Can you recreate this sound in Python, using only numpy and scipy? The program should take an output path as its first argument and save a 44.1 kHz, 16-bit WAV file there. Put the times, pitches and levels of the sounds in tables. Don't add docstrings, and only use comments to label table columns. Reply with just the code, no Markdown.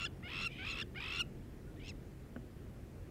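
import sys
import numpy as np
from scipy import signal
from scipy.fft import rfft, irfft, next_fast_len
from scipy.io import wavfile
from scipy.ndimage import uniform_filter1d, map_coordinates

SR = 44100
rng = np.random.default_rng(int(sys.argv[2]) if len(sys.argv) > 2 else 0)


def boost_factor(decibels):
    exponent = np.asarray(decibels, float) / 20
    return 10 ** exponent


def to_wav(sig):
    pcm = np.clip(np.atleast_2d(sig), -1, 1) * 32767
    pcm = np.round(pcm).astype(np.int16)
    wavfile.write(sys.argv[1], SR, pcm.T)


N = 136710

# time_s, low_pitch_hz, locked_pitch_hz, level_db, locked_share (of each beat, 0 none,
# 1 or more the whole beat)
NEAR_CALL_1 = [(0, 1148, 1390, -39.5, 0.5), (.03, 1148, 1370, -37.5, 0.72), (.048, 1175, 1367, -37, 1.11),
               (.053, 1160, 1428, -30.5, 1.2), (.06, 1150, 1500, -63, 1.1)]
NEAR_CALL_2 = [(.225, 590, 938, -53, 0.15), (.234, 660, 986, -44, 0.017), (.238, 700, 1045, -46.5, 0.031),
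               (.278, 740, 1143, -40.5, 0.073), (.281, 794, 1173, -41.5, 0.064), (.3, 992, 1226, -43, 0.25),
               (.35, 1111, 1331, -40, 0.45), (.44, 1170, 1356, -38, 0.623), (.465, 1140, 1380, -35.5, 0.96),
               (.474, 1180, 1323, -34, 0.92), (.484, 1170, 1200, -63, 0.84)]
NEAR_CALL_3 = [(.583, 690, 1076, -49, 0.073), (.593, 740, 1085, -41.5, 0.1), (.62, 764, 1124, -40.5, 0.049),
               (.626, 792, 1154, -38.5, 0.13), (.642, 801, 1168, -40, 0.11), (.652, 957, 1219, -42, 0.47),
               (.675, 1100, 1271, -39.5, 0.56), (.71, 1120, 1335, -42.5, 0.47),
               (.74, 1103, 1320, -41, 0.63), (.76, 1135, 1321, -42.5, 0.47), (.79, 1145, 1380, -38.5, 0.34),
               (.802, 1215, 1370, -38, 0.64), (.816, 1245, 1393, -38.5, 0.46),
               (.826, 1260, 1400, -54, 0.51)]
NEAR_CALL_4 = [(.946, 587, 993, -48, 0.14), (.955, 615, 1001, -45.5, 0), (.959, 713, 984, -40, 0.076),
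               (.972, 716, 1042, -41.5, 0.015), (.98, 812, 1083, -36.5, 0.031),
               (.992, 729, 1097, -41, 0.064), (.996, 826, 1144, -44, 0.03), (1.004, 908, 1204, -40.5, 0.37),
               (1.085, 1085, 1308, -41, 0.42), (1.107, 1107, 1333, -40, 0.54),
               (1.126, 1127, 1354, -38.5, 0.44), (1.185, 1201, 1380, -39, 0.56),
               (1.209, 1227, 1444, -31, 1), (1.221, 1188, 1305, -36.5, 1), (1.229, 1177, 1220, -65, 0.94)]
# time_s, low_pitch_hz, locked_pitch_hz, level_db, locked_share
FAR_CALL_LONG = [(.47, 797, 1140, -57, 0.12), (.505, 988, 1174, -57, 0.56), (.52, 974, 1197, -50.5, 0.62),
                 (.546, 1010, 1219, -54, 0.39), (.585, 1040, 1240, -51.5, 0.5),
                 (.65, 1090, 1306, -56, 0.41), (.703, 1120, 1390, -41, 0.56), (.715, 1190, 1387, -47.5, 1),
                 (.725, 1130, 1260, -50, 1), (.737, 1150, 1144, -75, 0.88)]
FAR_CALL_SHORT = [(1.76, 541, 816, -62, 0.36), (1.775, 604, 895.5, -53, 0), (1.794, 675, 970, -59, 0),
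                  (1.798, 740, 1104, -53, 0.27), (1.814, 712, 1131, -53, 0.025),
                  (1.819, 797, 1159, -47.5, 0.1), (1.83, 763, 1192, -52, 0), (1.84, 1000, 1236, -53, 0.49),
                  (1.883, 1118, 1370, -48, 0.46), (1.89, 1140, 1417, -46.5, 0.68),
                  (1.905, 1110, 1283, -47.5, 1), (1.909, 1110, 1217, -63, 1), (1.914, 1050, 1116, -56.5, 1),
                  (1.924, 1000, 915, -54, 0.91)]
# time_s, low_pitch_hz, locked_pitch_hz, level_db, locked_share
SQUEAK_1 = [(.053, 1190, 1660, -44, 0.67), (.057, 1234, 1713, -45.5, 0.62), (.064, 1190, 1700, -43, 0.5),
            (.072, 1190, 1500, -50, 0.71), (.078, 1200, 1380, -60, 0.83)]
SQUEAK_3 = [(.812, 1215, 1640, -58, 0.58), (.818, 1220, 1754, -45, 0.69), (.824, 1227, 1785, -43, 0.77),
            (0.828, 1210, 1580, -44.5, 1), (.835, 1200, 1542, -66, 0.95)]
# time_s, beats_counted
NEAR_BEATS_1 = [(0, 0), (.033, 3), (.047, 4)]
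NEAR_BEATS_2 = [(.284, -.5), (.304, 1), (.336, 3), (.436, 12), (.465, 14)]
NEAR_BEATS_3 = [(.64, -.5), (.652, 0), (.673, 1), (.691, 2), (.708, 3), (.737, 4), (.76, 5), (.803, 8),
                (.815, 9), (.83, 10)]
NEAR_BEATS_4 = [(.996, -.5), (1.007, 0), (1.027, 1), (1.043, 2), (1.063, 3), (1.108, 5), (1.126, 6),
                (1.198, 12), (1.211, 13)]
FAR_BEATS_LONG = [(.48, -2), (.508, 0), (.585, 6), (.701, 16), (.713, 17)]
FAR_BEATS_SHORT = [(1.83, -.5), (1.851, 1), (1.883, 4), (1.892, 5)]
# shift_s, level_db
FAR_REPEATS = [
    (-1.47, -3),
    (-.73, -5),
]
# multiple, level_db
NEAR_OVERTONES = [(1, -14), (2, -2), (3, -16.5), (4, -17), (5, -28.5), (6, -25.5), (7, -34.5), (8, -35.5),
                  (9, -39), (10, -41), (11, -40)]
FACING_OVERTONES = [(1, -12.5), (2, -3.5), (3, -18), (4, -20.5), (5, -20.5), (6, -30.5), (7, -39)]
FAR_OVERTONES = [(1, -36), (2, -4), (3, -11.5), (4, -9.5), (5, -15), (6, -21)]
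FAR_BRIGHT_OVERTONES = [(2, 0.5), (3, -0.5), (4, -15), (5, -9.5), (6, -26)]
SQUEAK_OVERTONES = [(1, -4.5), (2, 0), (3, -10), (4, -24), (5, -29)]
# frequency_hz, level_db
ROUGH_THROAT = [(700, -20), (1150, -9), (1800, -8), (2800, -5.5), (3500, -1.5), (4600, -19), (6600, -34),
                (7500, -38.5)]
# frequency_hz, level_db
CLEAN_THROAT = [(700, -18.5), (1450, -8), (2150, 0), (2900, -6), (3600, -22), (4300, -25), (5000, -16),
                (6000, -50)]
# frequency_hz, level_db
SPRAY_SPECTRUM = [(3500, -10), (5200, 12.5), (6200, -26), (7800, 0), (15000, -55)]
# frequency_hz, density_db (per Hz)
RUMBLE_SPECTRUM = [(8.8, -40), (15, -15), (48, 0.5), (134, -5.5), (301, -9.5), (339, -9), (900, -29),
                   (1170, -82), (1980, -120)]
# centre_hz, width_hz, level_db
DRONE_BANDS = [
    (90.7, 6.7, -61.5),
    (133, 10, -61),
]
# frequency_hz, density_db (per Hz)
HISS_SPECTRUM = [(410, -1), (700, -24.5), (968, -3.5), (1900, -5.5), (3880, -15.5), (15600, -21.5)]
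# start_s, length_s, pitch_hz, level_db
FAR_NOTES = [(1.664, 0.052, 1440, -66.5)]
# start_s, peak_db
TAPS = [
    (2.363, -40.5),
]
# frequency_hz, level_db, t60_s
TAP_MODES = [(239, 2.5, 0.13), (530, -4.5, 0.055), (1500, 4.5, 0.011), (2940, -9, 0.011)]


def unit(x):
    return x / np.sqrt(np.mean(x ** 2) + 1e-20)


def along(points, hz):
    f, v = np.transpose(points)
    return np.interp(np.log(hz + 1), np.log(f + 1), v)


def wobble(rate, size=N):
    knots = rng.standard_normal(int(size * rate / SR) + 4)
    return map_coordinates(knots, [np.arange(size) * rate / SR])


def filtered(x, response):
    m = next_fast_len(len(x) + 8192)
    return irfft(rfft(x, m) * response(np.fft.rfftfreq(m, 1 / SR)), m)[:len(x)]


def coloured_noise(spectrum, patchy_db):
    z = signal.stft(rng.standard_normal(N), nperseg=512)[2]
    patches = uniform_filter1d(rng.standard_normal(z.shape), size=5, axis=0)
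    patches = uniform_filter1d(patches, size=12, axis=1)
    noise = signal.istft(z * boost_factor(patchy_db * unit(patches)), nperseg=512)[1][:N]
    return unit(filtered(noise, lambda hz: boost_factor(along(spectrum, hz))))


def add(out, start_s, x):
    out[round(start_s * SR):][:len(x)] += x


def breath(response, size):
    return unit(filtered(rng.standard_normal(SR // 2), response))[:size]


def low_voice(low_hz, mouth, rough, far):
    roughness_hz, scatter, shimmer_db = 350, .045, 3
    rough_gain_db, clean_gain_db, far_gain_db = -2, 0.5, 6.5
    size = len(low_hz)
    muffle_db = 14 * np.clip((710 - low_hz) / 40, 0, 1)
    low_hz = low_hz * (1 + (0.0017 + scatter * rough) * wobble(roughness_hz, size))
    phase = 2 * np.pi * np.cumsum(low_hz) / SR
    out = np.zeros(size)
    for k in range(1, 13):
        rough_db = along(ROUGH_THROAT, k * low_hz / mouth) + rough_gain_db + far * far_gain_db
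        clean_db = along(CLEAN_THROAT, k * low_hz) + clean_gain_db - muffle_db * (k > 3)
        shimmer = shimmer_db * rough * wobble(roughness_hz, size)
        level_db = rough * rough_db + (1 - rough) * clean_db + shimmer
        out += boost_factor(level_db) * np.cos(k * phase + 0.312 * k * k)
    return out


def locked_voice(high_hz, mouth, share, age, flutter, overtones, far):
    sag, jitter, shut = .04, .03, .11
    dull_db, period_doubling_db, spray_db = 43, -19.5, -23
    lift_hz, lift_width_hz, lift_db = 4990, 475, 3.5
    veil_db, top_veil_db = 1 + far * 9, 4.5
    size = len(high_hz)
    pitch_hz = high_hz * (1 - sag * age + jitter * (1 - share) * wobble(399.3, size))
    phase = 2 * np.pi * np.cumsum(pitch_hz) / SR
    widest = np.maximum.accumulate(mouth)
    closed = np.maximum(1 - widest, widest - mouth - shut)
    out = boost_factor(spray_db) * flutter * breath(lambda hz: boost_factor(along(SPRAY_SPECTRUM, hz)), size)
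    for k, level_db in overtones:
        dulling = dull_db * closed * max(k - 2, 0) ** .5
        veil = flutter * (veil_db * (k > 2) + top_veil_db * (k > 5))
        lift = lift_db * flutter * np.exp(-((k * high_hz - lift_hz) / lift_width_hz) ** 2)
        out += boost_factor(level_db - dulling - veil + lift) * np.cos(k * phase + .5 * (k % 2))
    doubling = boost_factor(period_doubling_db) * 4 * (1 - share) * np.abs(wobble(42.0, size))
    return out * (1 + doubling * np.cos(phase / 2))


def call(rows, beats, overtones, far=False):
    edge_softness, leak, fade_db = 0.31, 0.47, 5
    low_db, rasp_db, wide_hz = -7.5, -13.5, 1380
    s, *cols = np.transpose(rows)
    t = s[0] + np.arange(round((s[-1] - s[0]) * SR)) / SR
    low_hz, high_hz, level_db, share = [np.interp(t, s, c) for c in cols]
    beat = np.interp(t, *np.transpose(beats))
    share = np.where(beat > beats[-1][1] - .5, share, np.minimum(share, .7))
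    beat_phase = beat - np.round(beat)
    edge = edge_softness * np.where(beat_phase < 0, .5, 2)
    locked = np.clip((share * (1 + edge) - 2 * np.abs(beat_phase)) / edge, 0, 1)
    locked = locked ** 2 * (3 - 2 * locked)
    rough = np.clip(share / 0.26, 0, 1)
    flutter = np.clip((1 - share) / 0.49, 0, 1)
    age = beat_phase * np.clip((1 - share) / 0.73, 0, 1)
    mouth = np.clip(high_hz / wide_hz, .5, 1)
    high = locked_voice(high_hz, mouth, share, age, flutter, overtones, far)
    low = low_voice(low_hz, mouth, rough, far)
    rasp = breath(lambda hz: boost_factor(along(ROUGH_THROAT, hz)) * (hz > 600), len(t))
    under = 1 - locked + leak * locked * flutter
    voice = locked * boost_factor(-fade_db * age) * high
    voice += under * (boost_factor(low_db) * low + boost_factor(rasp_db) * (0.041 + rough) * rasp)
    ramp = np.clip(np.minimum(s[-1] - t, t - s[0] + (s[0] == 0)) / 0.0024, 0, 1)
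    return -np.sqrt(2) * boost_factor(level_db) * voice * ramp


def near_caller():
    out = np.zeros(N)
    for rows, beats, overtones in [(NEAR_CALL_1, NEAR_BEATS_1, FACING_OVERTONES),
                                   (NEAR_CALL_2, NEAR_BEATS_2, NEAR_OVERTONES),
                                   (NEAR_CALL_3, NEAR_BEATS_3, NEAR_OVERTONES),
                                   (NEAR_CALL_4, NEAR_BEATS_4, NEAR_OVERTONES)]:
        add(out, rows[0][0], call(rows, beats, overtones))
    return out


def wind_rumble():
    return boost_factor(-50 + .8 * wobble(6)) * coloured_noise(RUMBLE_SPECTRUM, patchy_db=1)


def engine_drone():
    out = np.zeros(N)
    for centre_hz, width_hz, level_db in DRONE_BANDS:
        band = filtered(rng.standard_normal(N), lambda hz: np.exp(-((hz - centre_hz) / width_hz) ** 2))
        out += boost_factor(level_db) * unit(band)
    return out


def air_hiss():
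    return boost_factor(-66) * coloured_noise(HISS_SPECTRUM, patchy_db=1.06)


def field_echo(x):
    rise_s, t60_s, level_db = 0.0097, 0.24, -32
    t = np.arange(SR // 4) / SR
    tail = rng.standard_normal(len(t)) * boost_factor(-60 * t / t60_s) * np.clip(t / rise_s, 0, 1) ** 2
    tail = filtered(tail, lambda hz: 1 / (1 + (hz / 3800) ** 6))
    return boost_factor(level_db) * signal.fftconvolve(x, tail / np.linalg.norm(tail))[:N]


def closing_squeaks():
    out = np.zeros(N)
    for rows in (SQUEAK_1, SQUEAK_3):
        add(out, rows[0][0], call(rows, [(0, 0)], SQUEAK_OVERTONES))
    return out


def far_caller():
    ground_hz = 1700
    out = np.zeros(N)
    start_s = FAR_CALL_SHORT[0][0]
    for shift_s, level_db in FAR_REPEATS:
        repeat = call(FAR_CALL_SHORT, FAR_BEATS_SHORT, FAR_BRIGHT_OVERTONES)
        add(out, start_s + shift_s, boost_factor(level_db) * repeat)
    long_call = call(FAR_CALL_LONG, FAR_BEATS_LONG, FAR_BRIGHT_OVERTONES, far=True)
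    add(out, FAR_CALL_LONG[0][0], long_call)
    add(out, start_s, call(FAR_CALL_SHORT, FAR_BEATS_SHORT, FAR_OVERTONES))
    return filtered(out, lambda hz: 1 / (1 + (ground_hz / (hz + 1)) ** 6))


def far_notes():
    out = np.zeros(N)
    for start_s, length_s, pitch_hz, level_db in FAR_NOTES:
        t = np.arange(round(length_s * SR)) / SR
        swell = np.sqrt(np.sin(np.pi * t / length_s))
        add(out, start_s, boost_factor(level_db) * swell * np.sin(2 * np.pi * pitch_hz * t))
    return out


def soft_tap():
    out = np.zeros(N)
    t = np.arange(SR // 10) / SR
    for start_s, peak_db in TAPS:
        ring = sum(boost_factor(db - 60 * t / t60_s) * np.sin(2 * np.pi * hz * t) for hz, db, t60_s in TAP_MODES)
        contact = unit(filtered(rng.standard_normal(len(t)), lambda hz: 1 / (1 + (hz / 1800) ** 4)))
        contact *= boost_factor(-6 - 60 * t / 0.04)
        onset = 1 - np.exp(-t / 0.00072)
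        add(out, start_s - .001, boost_factor(peak_db - 1.5) * (ring + contact) * onset)
    return out


def scene():
    voices = near_caller() + closing_squeaks() + far_caller()
    background = wind_rumble() + engine_drone() + air_hiss()
    return (voices + field_echo(voices) + background + far_notes() + soft_tap())[None]


def band_limit(x):
    return signal.sosfilt(signal.butter(12, 15800, fs=SR, output="sos"), x)


def record(dry):
    top_hz = 15800
    mix = filtered(dry[0], lambda hz: hz < top_hz)[None]
    return band_limit(mix)


dry = scene()
out = record(dry)
to_wav(out)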